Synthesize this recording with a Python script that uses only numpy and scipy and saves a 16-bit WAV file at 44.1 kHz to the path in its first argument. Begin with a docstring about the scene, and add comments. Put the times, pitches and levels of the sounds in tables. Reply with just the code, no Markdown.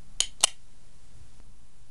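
"""Rumble, hiss, mains hum and a thin electrical whine run throughout, on a cheap microphone.
Close by, a small springy piece of metal, perhaps a can tab, clicks at 0.20 s, creaks from 0.41 s
and snaps over at 0.44 s. Each blow is a brief crack plus the ring of the metal; a small room answers.
Just after the snap, ring and echo dip in level. A soft low bump follows at 1.19 s, a faint pop at 1.40 s."""
import sys
import numpy as np
from scipy import signal
from scipy.fft import rfft, irfft
from scipy.io import wavfile

SR = 44100
rng = np.random.default_rng(int(sys.argv[2]) if len(sys.argv) > 2 else 0)


def put_to_file(sound):
    """Save the sound as 16-bit audio at rate SR, in the file named by the first command-line argument."""
    columns = np.atleast_2d(sound).T  # one column per channel
    safe = np.clip(columns, -1, 1)
    whole_steps = np.round(safe * 32767)
    wavfile.write(sys.argv[1], SR, whole_steps.astype(np.int16))


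N = 83790

# modes of the metal: pitch_hz, t60_s, click_db, snap_db
METAL_MODES = [(530, 0.013, -10.5, -37.5), (1130, 0.014, -30, -18), (2416, 0.023, -20, -8),
               (2863, 0.049, -34, -8.5), (3066, 0.02, 2.5, 1.5), (3893, .02, -7, -12),
               (4197, .02, -5.5, -5.5), (5030, .025, -9.5, -8.5), (6050, .022, -17.5, -2.5),
               (6570, .014, -1.5, -2), (6800, 0.018, 2.5, -17.5), (7800, .02, -8.5, -2.5),
               (8720, .018, -2.5, -20.5), (9413, .028, -13.5, -3.5)]


def undb(db):
    """Decibels to gain."""
    return 10 ** (np.asarray(db) / 20)


def along(points, hz):
    """Interpolate (freq_hz, value) points on a log-frequency axis."""
    freq_hz, values = np.array(points, float).T
    return np.interp(np.log(np.maximum(hz, 1)), np.log(freq_hz), values)


def tint(x, colour):
    """Minimum-phase filter from (freq_hz, gain_db) points; attacks stay sharp."""
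    gain = undb(along(colour, np.fft.rfftfreq(2 * N, 1 / SR)))
    cepstrum = irfft(np.log(gain))
    cepstrum[1:N] *= 2
    cepstrum[N + 1:] = 0
    return irfft(rfft(x, 2 * N) * np.exp(rfft(cepstrum)))[:N]


def noise(colour):
    """Coloured noise, rms 1."""
    x = tint(rng.standard_normal(N), colour)
    return x / np.sqrt(np.mean(x ** 2))


def since(start_s):
    """Seconds since start, zero before it."""
    return np.maximum(np.arange(N) / SR - start_s, 0)


def strike(start_s, t60_s, attack_s=0.00051):
    """Envelope: fast rise, exponential fall."""
    age_s = since(start_s)
    return (1 - np.exp(-age_s / attack_s)) * np.exp(-np.log(1000) * age_s / t60_s)


def rumble_and_hiss():
    """Low and high noise, each drifting in level."""
    # spectra: freq_hz, gain_db
    rumble_colour = [(10, -13.5), (21, 6.5), (30, -14.5), (55, -9), (80, -20.5), (160, -20.5), (250, -26),
                     (350, -44.5), (600, -39.5), (1100, -38), (2500, -52.5)]
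    hiss_colour = [(300, 6), (1500, -2.5), (3000, -2.5), (6000, -2.5), (9900, -4), (11000, -14.5),
                   (12000, -23)]
    # envelopes: time_s, rms_db
    rumble_level = [(0, -48.5), (.4, -48.5), (.52, -55), (.88, -53), (1.0, -51.5), (1.35, -50),
                    (1.481, -51), (1.8, -52.5)]
    hiss_level = [(0, -65.5), (.7, -64.5), (1.049, -63.5), (1.39, -63.5), (1.42, -67), (1.9, -66)]
    rumble_db = np.interp(since(0), *np.transpose(rumble_level))
    hiss_db = np.interp(since(0), *np.transpose(hiss_level))
    return undb(rumble_db) * noise(rumble_colour) + undb(hiss_db) * noise(hiss_colour)


def hum_and_whine(pulsed_hz=10100, pulsed_rms_db=-79, pulses_per_s=9.7):
    """Mains hum and electrical whine: steady sines plus one gated on and off."""
    # steady sines: pitch_hz, rms_db
    tones = [(119.5, -66.5), (7247, -82), (9599.5, -78.5)]
    t = since(0)
    steady = sum(undb(db) * np.sin(2 * np.pi * (hz * t + rng.random())) for hz, db in tones)
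    gate = np.sin(2 * np.pi * pulses_per_s * t) > 0
    pulsed = undb(pulsed_rms_db) * np.sin(2 * np.pi * pulsed_hz * t) * gate
    return np.sqrt(2) * (steady + pulsed)


def blows(events, colour, modes_db, contact_db=12):
    """Each blow: a sharp contact pulse, a noise crack and the ringing modes of the metal."""
    crack, ring = np.zeros(N), np.zeros(N)
    for start_s, ring_db, crack_db, crack_t60_s in events:
        crack += undb(crack_db) * strike(start_s, crack_t60_s) * rng.standard_normal(N)
        crack[int(start_s * SR)] += undb(crack_db + contact_db)
        for (hz, t60_s, *_), db in zip(METAL_MODES, modes_db):
            ring += undb(ring_db + db) * strike(start_s, t60_s) * np.sin(2 * np.pi * hz * since(start_s))
    response = tint(signal.unit_impulse(N), colour)
    crack = signal.fftconvolve(crack, response / np.linalg.norm(response))[:N]
    highpass = signal.butter(2, METAL_MODES[0][0] / 2, "high", fs=SR, output="sos")
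    return crack + signal.sosfilt(highpass, ring)


def click():
    """The metal is pressed: two blows 3 ms apart, heard as one."""
    # blows: start_s, ring_db, crack_db, crack_t60_s
    events = [(.2039, -11.5, -16, 0.014), (.2068, -44, -23, 0.021)]
    # crack spectrum: freq_hz, gain_db
    colour = [(100, -24.5), (300, -21), (490, -0.5), (620, 3.5), (850, -10), (1300, -5), (1600, -11),
              (2000, -11), (2600, -8.5), (3200, -4), (4200, -3.5), (5500, -4), (6700, 3), (7700, -14.5),
              (9200, 5), (10300, 0.5), (12000, -21)]
    return blows(events, colour, [click_db for _, _, click_db, _ in METAL_MODES])


def creaks():
    """Small dry slips of the metal under strain."""
    # noise bursts: start_s, level_db, t60_s
    slips = [(0.4062, -28.5, 0.014), (0.4155, -36.5, 0.017), (.4217, -41.5, .012), (0.4312, -21.5, 0.022),
             (0.4374, -12, .025)]
    # slip spectrum: freq_hz, gain_db
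    colour = [(200, -16.5), (420, 0), (620, 4.5), (900, -4.5), (2500, -11.5), (4100, 4), (5200, -7.5),
              (6300, 1.5), (8500, -7), (11500, -15)]
    return sum(undb(db) * strike(start_s, t60_s) for start_s, db, t60_s in slips) * noise(colour)


def snap():
    """The metal gives way: a hard blow, then a weaker one."""
    # blows: start_s, ring_db, crack_db, crack_t60_s
    events = [(.4392, -9.5, -7.5, 0.013), (.4428, -19.5, -22.5, .05)]
    # crack spectrum: freq_hz, gain_db
    colour = [(60, -10), (150, -10.5), (250, -7.5), (450, -12), (720, -1), (1300, 2.5), (1900, -14),
              (2800, -4.5), (5000, -0.5), (8000, 4.5), (10300, 5.5), (12000, -22)]
    return blows(events, colour, [snap_db for *_, snap_db in METAL_MODES])


def knock(centre_s=0.4399, centre_hz=970, peak_db=-14.5):
    """The flipping metal shoves the air: one push-pull pressure pulse."""
    swing = 2 * np.pi * centre_hz * (since(0) - centre_s)
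    return undb(peak_db) * swing * np.exp((1 - swing ** 2) / 2)


def room(x, wall_s=0.013, scatter_db=-11.5):
    """Light scatter, then two near echoes and a dense wall tail that dies band by band."""
    # tail decay: centre_hz, t60_s
    decay = [(300, .21), (1100, 0.16), (3000, 0.2), (4500, 0.18), (10000, .18)]
    # tail spectrum: freq_hz, gain_db
    colour = [(150, -15.5), (600, -12.5), (1200, -15), (2000, -1), (3000, -11), (4500, -8.5), (7000, -13.5),
              (9500, -14.5), (12000, -14)]
    # near surfaces: delay_s, level_db
    echoes = [(.0140, -19), (.0255, -26)]
    hz = np.fft.rfftfreq(N, 1 / SR)
    spectrum, tail = rfft(rng.standard_normal(N)), np.zeros(N)
    for centre_hz, t60_s in decay:
        band = along([(f, f == centre_hz) for f, _ in decay], hz)
        tail += irfft(spectrum * band, N) * strike(0, t60_s)
    tail *= np.where(since(0) < wall_s, undb(scatter_db), 1)
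    response = tint(tail / np.linalg.norm(tail), colour)
    for delay_s, db in echoes:
        response[int(delay_s * SR)] += undb(db)
    return signal.fftconvolve(x, response)[:N]


def dip(start_s=0.4495, end_s=0.4725, slew_s=0.0002, dip_db=-17, after_db=-5.5):
    """Gain that drops just after the snap and partly recovers."""
    times_s = [start_s, start_s + slew_s, end_s, end_s + slew_s]
    return undb(np.interp(since(0), times_s, [0, dip_db, dip_db, after_db]))


def bump(centre_s=1.192, width_s=0.061, centre_hz=65.6, level_db=-49.5):
    """A soft swell of low noise."""
    low = noise([(centre_hz / 2, -6), (centre_hz, 0), (centre_hz * 2, -14), (centre_hz * 20, -60)])
    return undb(level_db) * np.exp(-((since(0) - centre_s) / width_s) ** 2) * low


def pop(start_s=1.4015, level_db=-39, fall_s=0.0082, edge_hz=8800):
    """A faint decaying step with a softened edge."""
    step = undb(level_db) * (since(0) > start_s) * np.exp(-since(start_s) / fall_s)
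    return signal.sosfilt(signal.butter(1, edge_hz, fs=SR, output="sos"), step)


def scene():
    """Metal and room, dipped together, over the background; mono."""
    metal = click() + creaks() + snap() + knock()
    foreground = (metal + room(metal)) * dip()
    return (foreground + rumble_and_hiss() + hum_and_whine() + bump() + pop())[None]


def record(dry, mic_top_hz=11700, clip_level=0.66, top_hz=15800, dc_offset=-0.016):
    """The microphone loses the top treble, clips the loudest peaks and sits slightly off zero."""
    dull = signal.sosfilt(signal.butter(16, mic_top_hz, fs=SR, output="sos"), dry)
    clipped = np.clip(dull, -clip_level, clip_level)
    lowpass = signal.ellip(8, 0.2, 70, top_hz, fs=SR, output="sos")
    return signal.sosfilt(lowpass, clipped) + dc_offset


dry = scene()
out = record(dry)
put_to_file(out)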